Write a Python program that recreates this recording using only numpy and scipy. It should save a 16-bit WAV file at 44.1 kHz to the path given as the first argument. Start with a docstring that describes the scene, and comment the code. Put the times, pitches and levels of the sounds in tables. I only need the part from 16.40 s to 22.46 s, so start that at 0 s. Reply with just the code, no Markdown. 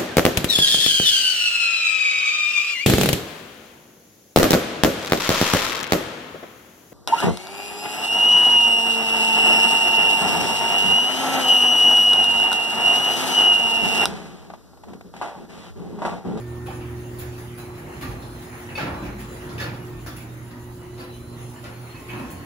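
"""A motor hum and a rolling rumble run throughout, with a faint roller whistle: a ceiling-mounted opener lowers a
sectional steel door in a closed garage. The hum is a stack of multiples of twice the mains frequency, the travel is
coloured noise. Hinges, fittings and panels clank as each section turns into the upright track: noise bursts and
decaying modes, ringing on in the room. A phone with two microphone ports listens from below."""
import sys
import numpy as np
from scipy import signal
from scipy.fft import rfft, irfft, next_fast_len
from scipy.io import wavfile
from scipy.ndimage import uniform_filter1d, map_coordinates

SR = 44100
rng = np.random.default_rng(int(sys.argv[2]) if len(sys.argv) > 2 else 0)


def master(y):
    """Save y as 16-bit WAV."""
    cut = np.clip(np.atleast_2d(y).T, -1, 1)
    pcm = np.round(cut * 32767)  # scale
    wavfile.write(sys.argv[1], SR, pcm.astype(np.int16))


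N = 267201

# Modes of a hinge pin. Each row: frequency in Hz, relative level in dB, t60 in seconds.
PIN = [(2577, 0, .15), (2214, -9, .15), (4520, -6, .07)]


def amp(db):
    """dB to gain."""
    return 10 ** (np.asarray(db) / 20)


def unit(x):
    """x at rms 1."""
    return x / np.sqrt(np.mean(x ** 2) + 1e-20)


def along(points, hz):
    """Values at hz, read from (Hz, value) points on a log frequency axis."""
    f, v = np.transpose(points)
    return np.interp(np.log(hz + 1), np.log(f + 1), v)


def curves(rows):
    """One value per sample for each column after the time."""
    s, *cols = np.transpose(rows)
    return [np.interp(np.arange(N) / SR, s, c) for c in cols]


def wobble(rate):
    """A smooth random curve, rate knots a second."""
    knots = rng.standard_normal(int(N * rate / SR) + 4)
    return map_coordinates(knots, [np.arange(N) * rate / SR])


def swell(start, length, edge):
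    """Rises, holds and fades between 0 and 1 (times in seconds)."""
    t = np.arange(N) / SR - start
    rise, fall = t / edge + .5, (length - t) / edge + .5
    return np.clip(np.minimum(rise, fall), 0, 1) ** 2


def coloured(x, spectrum):
    """x through a (Hz, dB) spectrum, at rms 1."""
    n = x.shape[-1]
    m = next_fast_len(n + 2048)
    gain = amp(along(spectrum, np.fft.rfftfreq(m, 1 / SR)))
    return unit(irfft(rfft(x, m) * gain, m)[..., :n])


def rush(spectrum, patchy_db):
    """Two unrelated noises of one colour, sharing patches of random gain in time and frequency."""
    z = signal.stft(rng.standard_normal((2, N)), nperseg=512)[2]
    field = uniform_filter1d(rng.standard_normal(z.shape[1:]), 6, 0)
    field = uniform_filter1d(field, 12, 1)
    patchy = signal.istft(z * amp(patchy_db * unit(field)), nperseg=512)[1][:, :N]
    return coloured(patchy, spectrum)


def ringing(modes, t, scatter_db):
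    """Decaying modes, each at a new strength."""
    hz, db, t60 = np.transpose(modes)[:, :, None]
    level_db = db + rng.normal(0, scatter_db, hz.shape)
    return np.sum(amp(level_db - 60 * t / t60) * np.sin(2 * np.pi * hz * t), axis=0)


def garage(length):
    """A fresh pair of room tails; each frequency dies at its own speed."""
    # Decay of the garage. Each row: frequency in Hz, t60 in seconds.
    decay = [(60, 0.99), (300, 0.95), (1000, 0.48), (3000, 0.45), (8000, 0.28), (15000, 0.26)]
    hz, t, z = signal.stft(rng.standard_normal((2, length)), SR, nperseg=256)
    fading = z * amp(-60 * t / along(decay, hz)[:, None])
    tail = signal.istft(fading, SR, nperseg=256)[1][:, :length]
    return tail / np.linalg.norm(tail[0])


def motor():
    """Magnetic pull shakes the housing at multiples of twice the mains, in step; the drive adds a gliding tone."""
    # The hum. Each row: time in seconds, mean levels of the 1st, 2nd and 3rd multiple in dB.
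    hum_levels = [(0.0, -33, -45, -40), (0.05, -37, -47.5, -38), (0.74, -39, -46, -38),
                  (0.89, -36, -55, -41), (1.23, -43.5, -45, -41), (1.37, -39, -57, -41.5),
                  (1.47, -68, -51, -43.5), (1.69, -35.5, -49, -42.5), (1.82, -45, -50, -45.5),
                  (2.38, -46, -48.5, -44), (2.45, -52, -44, -41.5), (2.58, -49, -69, -43),
                  (2.83, -42, -52, -46), (2.92, -47.5, -53, -42.5), (3.14, -39.5, -50, -40),
                  (3.19, -35, -67, -44), (3.31, -40.5, -41.5, -49.5), (3.49, -41, -72, -40.5),
                  (3.73, -43, -47, -48), (3.9, -39, -52.5, -53.5), (4.51, -43.5, -57, -40.5),
                  (4.94, -41.5, -44.5, -47.5), (5.06, -36, -53, -43), (5.18, -46, -48, -48.5),
                  (5.47, -40, -54, -48.5), (5.6, -53, -69, -50.5), (5.75, -38, -63, -39),
                  (5.96, -65, -50, -52), (6.01, -48, -58, -55), (6.06, -55, -66, -53)]
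    # The faint tone of the drive. Each row: time in seconds, pitch in Hz, mean level in dB.
    whine = [(0, 311, -53), (.6, 316.5, -48.5), (1.15, 326, -58), (1.4, 326.6, -50.5), (3.2, 314, -60),
             (3.6, 317.6, -50), (4.1, 320, -53), (4.5, 330.4, -55), (4.8, 332.6, -57), (6.06, 332.7, -55)]
    hum_hz = 119.97
    turn = 2 * np.pi * hum_hz * np.arange(N) / SR + .3 * wobble(6)
    tones = []
    for multiple, db in enumerate(curves(hum_levels), start=1):
        size = amp(db + 1.03 * wobble(14))
        tones.append(size * np.cos(multiple * turn + 0.31 * wobble(8.9)))
    whine_hz, whine_db = curves(whine)
    whine_turn = 2 * np.pi * np.cumsum(whine_hz) / SR + 0.6 * wobble(10)
    tones.append(amp(whine_db + 2.8 * wobble(7.3)) * np.sin(whine_turn))
    return np.sqrt(2) * sum(tones) * np.array([[1], [0]])  # first arrival only


def travel():
    """Gears, trolley and rollers: rumble, drone of the rail, rolling and scraping in the tracks, hiss."""
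    # The run of the door. Each row: time in seconds, then shaking of the rail, grip of the rollers,
    # scraping and hiss in dB, each before the trim of its layer.
    roll = [(0.0, -46, -48, -56, -61), (0.96, -42.5, -49, -52, -59), (1.27, -49.5, -48.5, -54.5, -60),
            (1.55, -40.5, -45, -49, -61), (1.69, -40, -45, -52, -57.5), (1.92, -45.5, -47.5, -54, -58.5),
            (2.19, -45, -48, -49, -57), (2.53, -42, -41, -47.5, -63), (2.82, -46.5, -47, -53, -59),
            (3.05, -42, -45.5, -46, -58.5), (3.22, -40, -43, -49.5, -64.5),
            (3.49, -41.5, -47.5, -53, -61.5), (3.95, -47.5, -51, -54.5, -61),
            (4.56, -45.5, -52, -57.5, -60.5), (4.91, -45, -51, -56.5, -59.5),
            (5.6, -49.5, -48.5, -51.5, -57.5), (5.8, -47, -43.5, -50.5, -57.5),
            (6.06, -40.5, -48, -48.5, -59)]
    # Colours of the five layers. Each row: frequency in Hz, relative density in dB per Hz.
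    rumble_colour = [(16, -28), (26, -11), (45, -0.5), (65, 3), (95, 5.5), (112, 1), (170, -35.5)]
    drone_colour = [(70, -35), (110, -1.5), (135, 2), (175, -1.5), (205, -6), (270, -3), (292, -4.5),
                    (316, -4.5), (345, -6.5), (420, -15.5), (600, -19.5), (900, -58)]
    rolling_colour = [(200, -61), (400, 1), (520, -2), (700, -2.5), (850, -0.5), (1100, -3.5), (1500, -7.5),
                      (2400, -29)]
    scraping_colour = [(900, -30), (1500, -1.5), (1900, 3), (2300, -1.5), (2800, -3), (3400, -13),
                       (5500, -22)]
    hiss_colour = [(1500, -26), (3000, 2.5), (4300, -0.5), (5500, -3.5), (6300, 0), (8000, 1), (10000, 2.5),
                   (11500, -2.5), (13500, -0.5), (16500, -4.5)]
    rumble_follows = 0.66  # dB per dB of the rail
    rail_db, grip_db, scraping_db, hiss_db = curves(roll)
    shake = rail_db - rail_db.mean()
    judder = wobble(12)  # uneven travel shakes the brighter layers together
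    rumble_db = -46.5 + rumble_follows * shake + 0.31 * wobble(5.14)
    rumble = amp(rumble_db) * rush(rumble_colour, patchy_db=-0.3)
    drone = amp(rail_db + 1.23 + 0.51 * wobble(15.0)) * rush(drone_colour, patchy_db=1.0)
    rolling = amp(grip_db + 2.0 + 0.5 * judder) * rush(rolling_colour, patchy_db=2.0)
    scraping = amp(scraping_db + 1.1 + 0.19 * judder) * rush(scraping_colour, patchy_db=3.0)
    flicker_db = 0.12 * judder + 1.56 * wobble(21.95)
    hiss = amp(hiss_db + 7.5 + flicker_db) * rush(hiss_colour, patchy_db=3.5)
    return rumble + drone + rolling + scraping + hiss


def whistle():
    """A dry roller straight ahead sings a thin gliding tone in uneven bursts, nearly in step at both ports."""
    # Pitch of the roller, climbing with each section and dropping back. Each row: time in seconds, pitch in Hz.
    glide = [(0, 897), (.35, 907), (.76, 925), (1.1, 975), (1.2, 997), (1.28, 1012), (1.45, 1020),
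             (1.65, 1047), (1.8, 1036), (1.95, 1032), (2.1, 1048), (2.5, 1025), (2.6, 1000), (2.67, 1002),
             (2.76, 1030), (2.9, 1005), (3.0, 975), (3.47, 955), (3.53, 899), (4.08, 944), (4.35, 979),
             (4.6, 989), (4.92, 1021), (5.2, 1053), (5.55, 1062), (6.06, 1082)]
    # Faint steady levels of multiples 1 to 4, in dB.
    steady_db = -80, -74, -76, -73
    # One multiple sings out: a list for each of multiples 1 to 4.
    # Each row: start in seconds, length in seconds, level in dB.
    squeaks = [
        [(4.04, .22, -57.5), (5.6, 0.5, -54)],
        [(-.03, .45, -58), (.44, .38, -65), (3.48, 0.13, -60), (4.1, .22, -66), (4.4, .16, -67),
         (5.26, .12, -67)],
        [(.62, 0.097, -63), (3.4, 0.064, -58), (4.38, .2, -68.5), (4.725, .065, -59)],
        [(1.19, .1, -61.5), (1.3, .08, -68), (1.44, 0.12, -73), (1.68, .07, -69), (1.77, .22, -64),
         (2.02, 0.23, -73), (2.55, .12, -60), (2.7, 0.11, -66), (2.88, 0.13, -66), (4.3, 0.047, -71),
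         (4.63, .035, -59), (4.69, 0.1, -60.5), (4.8, 0.16, -65), (5.02, 0.1, -69), (5.16, .04, -63),
         (5.32, 0.17, -68), (5.485, 0.054, -57), (5.545, 0.07, -64), (5.67, .08, -73), (5.9, .17, -67)],
    ]
    turn = 2 * np.pi * np.cumsum(curves(glide)[0]) / SR + .3 * wobble(50)
    sizes = []
    for db, rows in zip(steady_db, squeaks):
        bursts = sum(amp(loud_db) * swell(s, length, edge=.03) for s, length, loud_db in rows)
        sizes.append(amp(db) + bursts)

    def at_port():
        """The multiples with this port's own small wavering of level and phase."""
        tones = 0
        for multiple, size in enumerate(sizes, start=1):
            wavering = amp(.9 * multiple * wobble(45))
            tones = tones + size * wavering * np.sin(multiple * (turn + .15 * wobble(12)))
        return np.sqrt(2) * tones

    return np.array([at_port() for _ in range(2)])


def booms():
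    """The whole door leaf and the air of the garage sound deep, unsteady notes."""
    # Deep notes. Each row: start in seconds, length in seconds, pitch in Hz, mean level in dB.
    deep_notes = [(0.03, 0.61, 77.4, -41), (0.816, 0.13, 77, -38), (1.228, 0.12, 94.5, -38),
                  (1.58, 0.21, 90, -48), (1.68, 0.32, 53, -44), (2.404, 0.18, 90.2, -45),
                  (2.485, 0.095, 77, -39), (2.6, 0.12, 175, -39), (2.592, .11, 289.8, -35),
                  (4.1, 0.13, 247.7, -42.5), (2.55, 0.54, 52.6, -42), (3.1, .15, 86.8, -40),
                  (3.5, 0.2, 53, -44), (4.22, 0.12, 77.7, -47), (5.88, 0.18, 89.7, -43)]
    t = np.arange(N) / SR
    notes = 0
    for s, length, hz, db in deep_notes:
        size = amp(db + 0.76 * wobble(7.9)) * swell(s, length, edge=0.15)
        notes = notes + size * np.sin(2 * np.pi * hz * t + 0.93 * wobble(8.2))
    return np.sqrt(2) * notes * np.array([[1], [0]])  # first arrival only


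def knocks():
    """Each knock is a short rattle that shakes the parts of the door and its modes, heard mostly through the room."""
    # Knocks of the door. Each row: start in seconds, clank strength in dB, then thud, panel, hinge, edge
    # and jingle in dB against the clank, all before the trims below.
    strikes = [(0.2577, -42, -4, 13, 4, 1, -5.5), (0.3, -41.5, 16, 12.5, 2, -10, -21),
               (0.405, -45.5, 2, 6, 6, -4, -15), (0.7855, -40.5, 6, 6.5, -3, 2.5, 3),
               (0.8049, -37.5, 1, 1, -8, -6, -19), (0.978, -40, -3, -11, -9, -4.5, -7),
               (1.1778, -40, 10, 8, 0, -4, -4), (1.3789, -38, -7, -3, -17, -24, -13),
               (1.61, -33, -5, -1, -4, -1.5, -9.5), (1.6193, -30, 6.5, 0, -9, -9, -18),
               (1.6587, -48, 16, 10, -9, -8, -8), (1.699, -46, 0, 12, 2, -4, -23),
               (1.8179, -48, 16, -2, 0, 6.5, -18), (2.1266, -37, 1, 4.5, -15, -23, -25),
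               (2.2875, -36.5, 1, 0, 0, -14, -31), (2.353, -37, -10, -6, 0, 5, -10),
               (2.3731, -25.5, -3.5, 6.5, 0, -9, -24), (2.3925, -27.5, -12, 2, -9, -4, -29),
               (2.4088, -29.5, 12.5, 1, -2.5, -6, -26), (2.4598, -34, 10, 12, -12, -6, -26),
               (2.5389, -43, 2, 15, -1, 0, -25), (2.6183, -35.5, 15.5, 6.5, -3, -12, -31),
               (2.651, -37.5, 13, 4, -2, -6, -29), (2.789, -38, 7, -3, -4, -2.5, -8.5),
               (3.0884, -45, 20.5, 12.5, -11, 7, -25), (3.178, -34, -7, 1, 2, 1, -16),
               (3.197, -24, -9, -2.5, -15, -5, -18), (3.2113, -30.5, -19, 5.5, -4, -3, -19),
               (3.226, -41, -5, 0, -8, -1, -15), (3.2441, -36, 7, -6, 0, -16, -22),
               (3.329, -41.5, -4, 9, -22, -2, -17), (3.6613, -34, 0, 5, -6, 1.5, -9),
               (3.7597, -46, 16, -5, 4.5, 4, 3.5), (3.8103, -44.5, -7, -4, 0, -5, -7),
               (4.1086, -45.5, 15, 8.5, -9, -1, -14), (4.5751, -47.5, 12, 13, 4, 7.5, -4),
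               (4.5955, -39.5, -4, 9.5, -1.5, -3, -13), (5.1603, -45, -14, -13, -3, -10, -20),
               (5.2369, -34.5, -1, 6, -5, -3, -27), (5.5386, -47.5, 23, 3, 4, -9, -20),
               (5.685, -35, 6, -5, 4, -15, -20), (5.73, -38.5, 14, 11.5, 2, -8, -24),
               (5.755, -46, -2, 6, 0, -12, -22), (5.788, -38, 15.5, 8, 0, -10, -20),
               (5.83, -44, 12, 0, -7, -12, -22), (5.9004, -42, -7, -16, -6, -17, 0)]
    # Panel modes. Each row: frequency in Hz, relative level in dB, t60 in seconds.
    steel = [(840, -5, .2), (1098, -8, .2), (1184, -3, .15), (1421, -4, .2), (1480, -8, .2),
             (1606, -5, .15), (1735, -5, .15), (1850, -8, .2), (2020, -9, .2), (2443, -8, .2),
             (2816, -10, .2), (4033, -16, .15), (4430, -13, .12), (5024, -17, .15)]
    # Colours of the six parts. Each row: frequency in Hz, relative density in dB per Hz.
    thud = [(30, -42), (50, -4.5), (170, -7), (300, -3), (450, -23), (800, -63)]
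    panel = [(250, -64), (480, -1.5), (900, -1), (1400, -4.5), (1900, -16), (3000, -41)]
    clank = [(900, -29), (1400, -0.5), (1700, 10.5), (2200, -1.5), (3200, -33)]
    hinge = [(1600, -46), (2250, 2.5), (2575, 1), (2850, -2), (3200, -7.5), (4200, -27)]
    edge = [(2400, -30), (3400, -1.5), (4500, -4.5), (5200, -5.5), (6500, -12.5), (9000, -20.5)]
    jingle = [(4500, -26), (7000, -1.5), (10000, 0), (13000, 0), (16500, 0)]
    parts = thud, panel, clank, hinge, edge, jingle
    decay_s, rise_s, grain_db = 0.015, 0.0017, 4  # grain: unevenness of the small contacts
    out, t = np.zeros((2, N + 2 * SR)), np.arange(SR // 4) / SR
    onset = 1 - np.exp(-t / rise_s)
    fade = np.exp(-t / decay_s) * onset
    for s, db, thud_db, panel_db, hinge_db, edge_db, jingle_db in strikes:
        levels = thud_db - 5.5, panel_db - 3.0, -.7, hinge_db + 0.5, edge_db - .8, jingle_db + 10.0
        grains = np.repeat(rng.standard_normal(len(t) // 100 + 1), 100)[:len(t)]
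        contacts = fade * amp(grain_db * grains)
        rattle = 0
        for part, level in zip(parts, levels):
            rattle = rattle + amp(level) * coloured(contacts * rng.standard_normal(len(t)), part)
        rattle = fade.std() * rattle
        panel_modes = amp(-11) * ringing(steel, t, scatter_db=2.5)
        pin_modes = amp(hinge_db - 10.0) * ringing(PIN, t, scatter_db=2.0)
        blow = amp(db - 1.5) * (rattle + (panel_modes + pin_modes) * onset)
        heard = signal.fftconvolve(blow[None], garage(SR * 3 // 4), axes=1)
        heard[0, :len(t)] += amp(-6.5) * blow  # direct sound, in the first arrival only
        out[:, round(s * SR):][:, :heard.shape[1]] += heard
    return out[:, :N]


def clinks():
    """Fittings and hinge pins ring briefly, straight at both ports and again through the room."""
    # Small loose fittings, each at its own pitch. Each row: start in seconds, middle partial in Hz,
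    # its typical level in dB, t60 in seconds.
    fittings = [(.268, 1100, -48, 0.073), (.282, 795, -38.5, 0.13), (.295, 2980, -46, 0.072),
                (.786, 8750, -48, .05), (.79, 13000, -46, .06), (.8, 10300, -50, .05),
                (1.611, 13500, -50, .05), (2.38, 1157, -31, 0.09), (2.38, 850, -31.5, 0.11),
                (2.39, 1620, -31, .08), (2.41, 1384, -31.5, 0.13), (5.16, 1730, -50, 0.12),
                (5.49, 1250, -46.5, .12), (1.611, 2853, -41, .07), (1.62, 2223, -43, .07),
                (1.631, 1174, -36.5, .15), (3.18, 2900, -41, .06), (3.203, 1674, -35, 0.11),
                (3.22, 1413, -32, .1), (3.204, 3850, -42, .1), (3.212, 6944, -42, .07),
                (3.221, 4430, -37, .1), (3.662, 4786, -46, 0.093), (3.663, 1567, -47, 0.13),
                (4.577, 2961, -51, .07), (4.578, 3750, -52, 0.055), (4.594, 4400, -46, .08),
                (4.594, 4720, -47, .1), (5.16, 2950, -48, 0.071), (5.24, 2950, -43, .06)]
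    # A hinge pin is struck hard. Each row: start in seconds, level in dB.
    pings = [(2.352, -27.5), (2.372, -29), (5.55, -45), (5.69, -42), (5.78, -44)]
    spread, room_db, rise_s = 0.0196, -3, .003  # spread: relative detuning of the three partials
    out, t = np.zeros((2, N + 2 * SR)), np.arange(SR // 4) / SR
    rings = []
    for s, hz, db, t60 in fittings:
        partials = [(hz * (1 + spread * step), db - 5 * abs(step), t60) for step in (-1, 0, 1)]
        rings.append((s, ringing(partials, t, scatter_db=4.0)))
    for s, db in pings:
        rings.append((s, amp(db) * ringing(PIN, t, scatter_db=3.5)))
    for s, ring in rings:
        ring = ring * (1 - np.exp(-t / rise_s))
        heard = amp(room_db) * signal.fftconvolve(ring[None], garage(SR // 2), axes=1)
        heard[:, :len(t)] += ring
        out[:, round(s * SR):][:, :heard.shape[1]] += heard
    return out[:, :N]


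def ports(arrivals):
    """Two unrelated arrivals of the room sound are mixed into two channels that share the bass and differ above it."""
    # Correlation of the two channels. Each row: frequency in Hz, correlation from 0 to 1.
    alike = [(30, .92), (60, 1), (250, 0.93), (400, 0.64), (520, 0.54), (800, 0.2), (1300, 0.48),
             (1650, 0.33), (2400, 0.22), (3300, 0.042), (4500, 0.037), (5900, 0.24), (7300, 0.063),
             (7800, 0.98), (8600, 1), (9400, 0.74), (10300, 0.76), (10800, 0.55), (11600, 0.77),
             (12100, 0.53), (12950, 0.91), (13800, .99), (14600, 0.52), (15300, 0.5)]
    # Balance of the channels. Each row: frequency in Hz, left minus right in dB.
    lean = [(50, 2.5), (100, -4), (200, -2), (400, 0), (1000, 0.3), (3500, -1), (5700, -2.5), (7300, 0.5),
            (9000, -0.4)]
    # Phase between the channels. Each row: frequency in Hz, lead of the left in half turns.
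    lead = [(150, 0), (500, .1), (900, .32), (1250, .16), (1500, -.6), (2200, -.6), (4500, -.1), (5300, -1),
            (6300, -2), (6900, -2.1), (7650, -3), (9000, -3), (10350, -4), (11700, -4), (12550, -5),
            (14300, -5), (15150, -6)]
    m = next_fast_len(N + 4096)
    hz = np.fft.rfftfreq(m, 1 / SR)
    first, second = rfft(arrivals, m)
    turn = np.arccos(np.clip(along(alike, hz), 0, 1)) / 2
    shared, apart = first * np.cos(turn), second * np.sin(turn)
    # half of the balance and lead goes to each channel
    skew = amp(along(lean, hz) / 2) * np.exp(1j * np.pi * along(lead, hz) / 2)
    left, right = (shared + apart) * skew, (shared - apart) / skew
    return irfft(np.array([left, right]), m)[:, :N]


def scene():
    """The diffuse sound of the garage, with the whistle and clinks added straight at the ports."""
    diffuse = motor() + travel() + booms() + knocks()
    return ports(diffuse) + whistle() + clinks()


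def record(dry):
    """A band limit: nothing at or above it passes."""
    top_hz = 15750
    m = next_fast_len(N + 4096)
    passed = np.fft.rfftfreq(m, 1 / SR) < top_hz
    return irfft(rfft(dry, m) * passed, m)[:, :N]


dry = scene()
out = record(dry)
master(out)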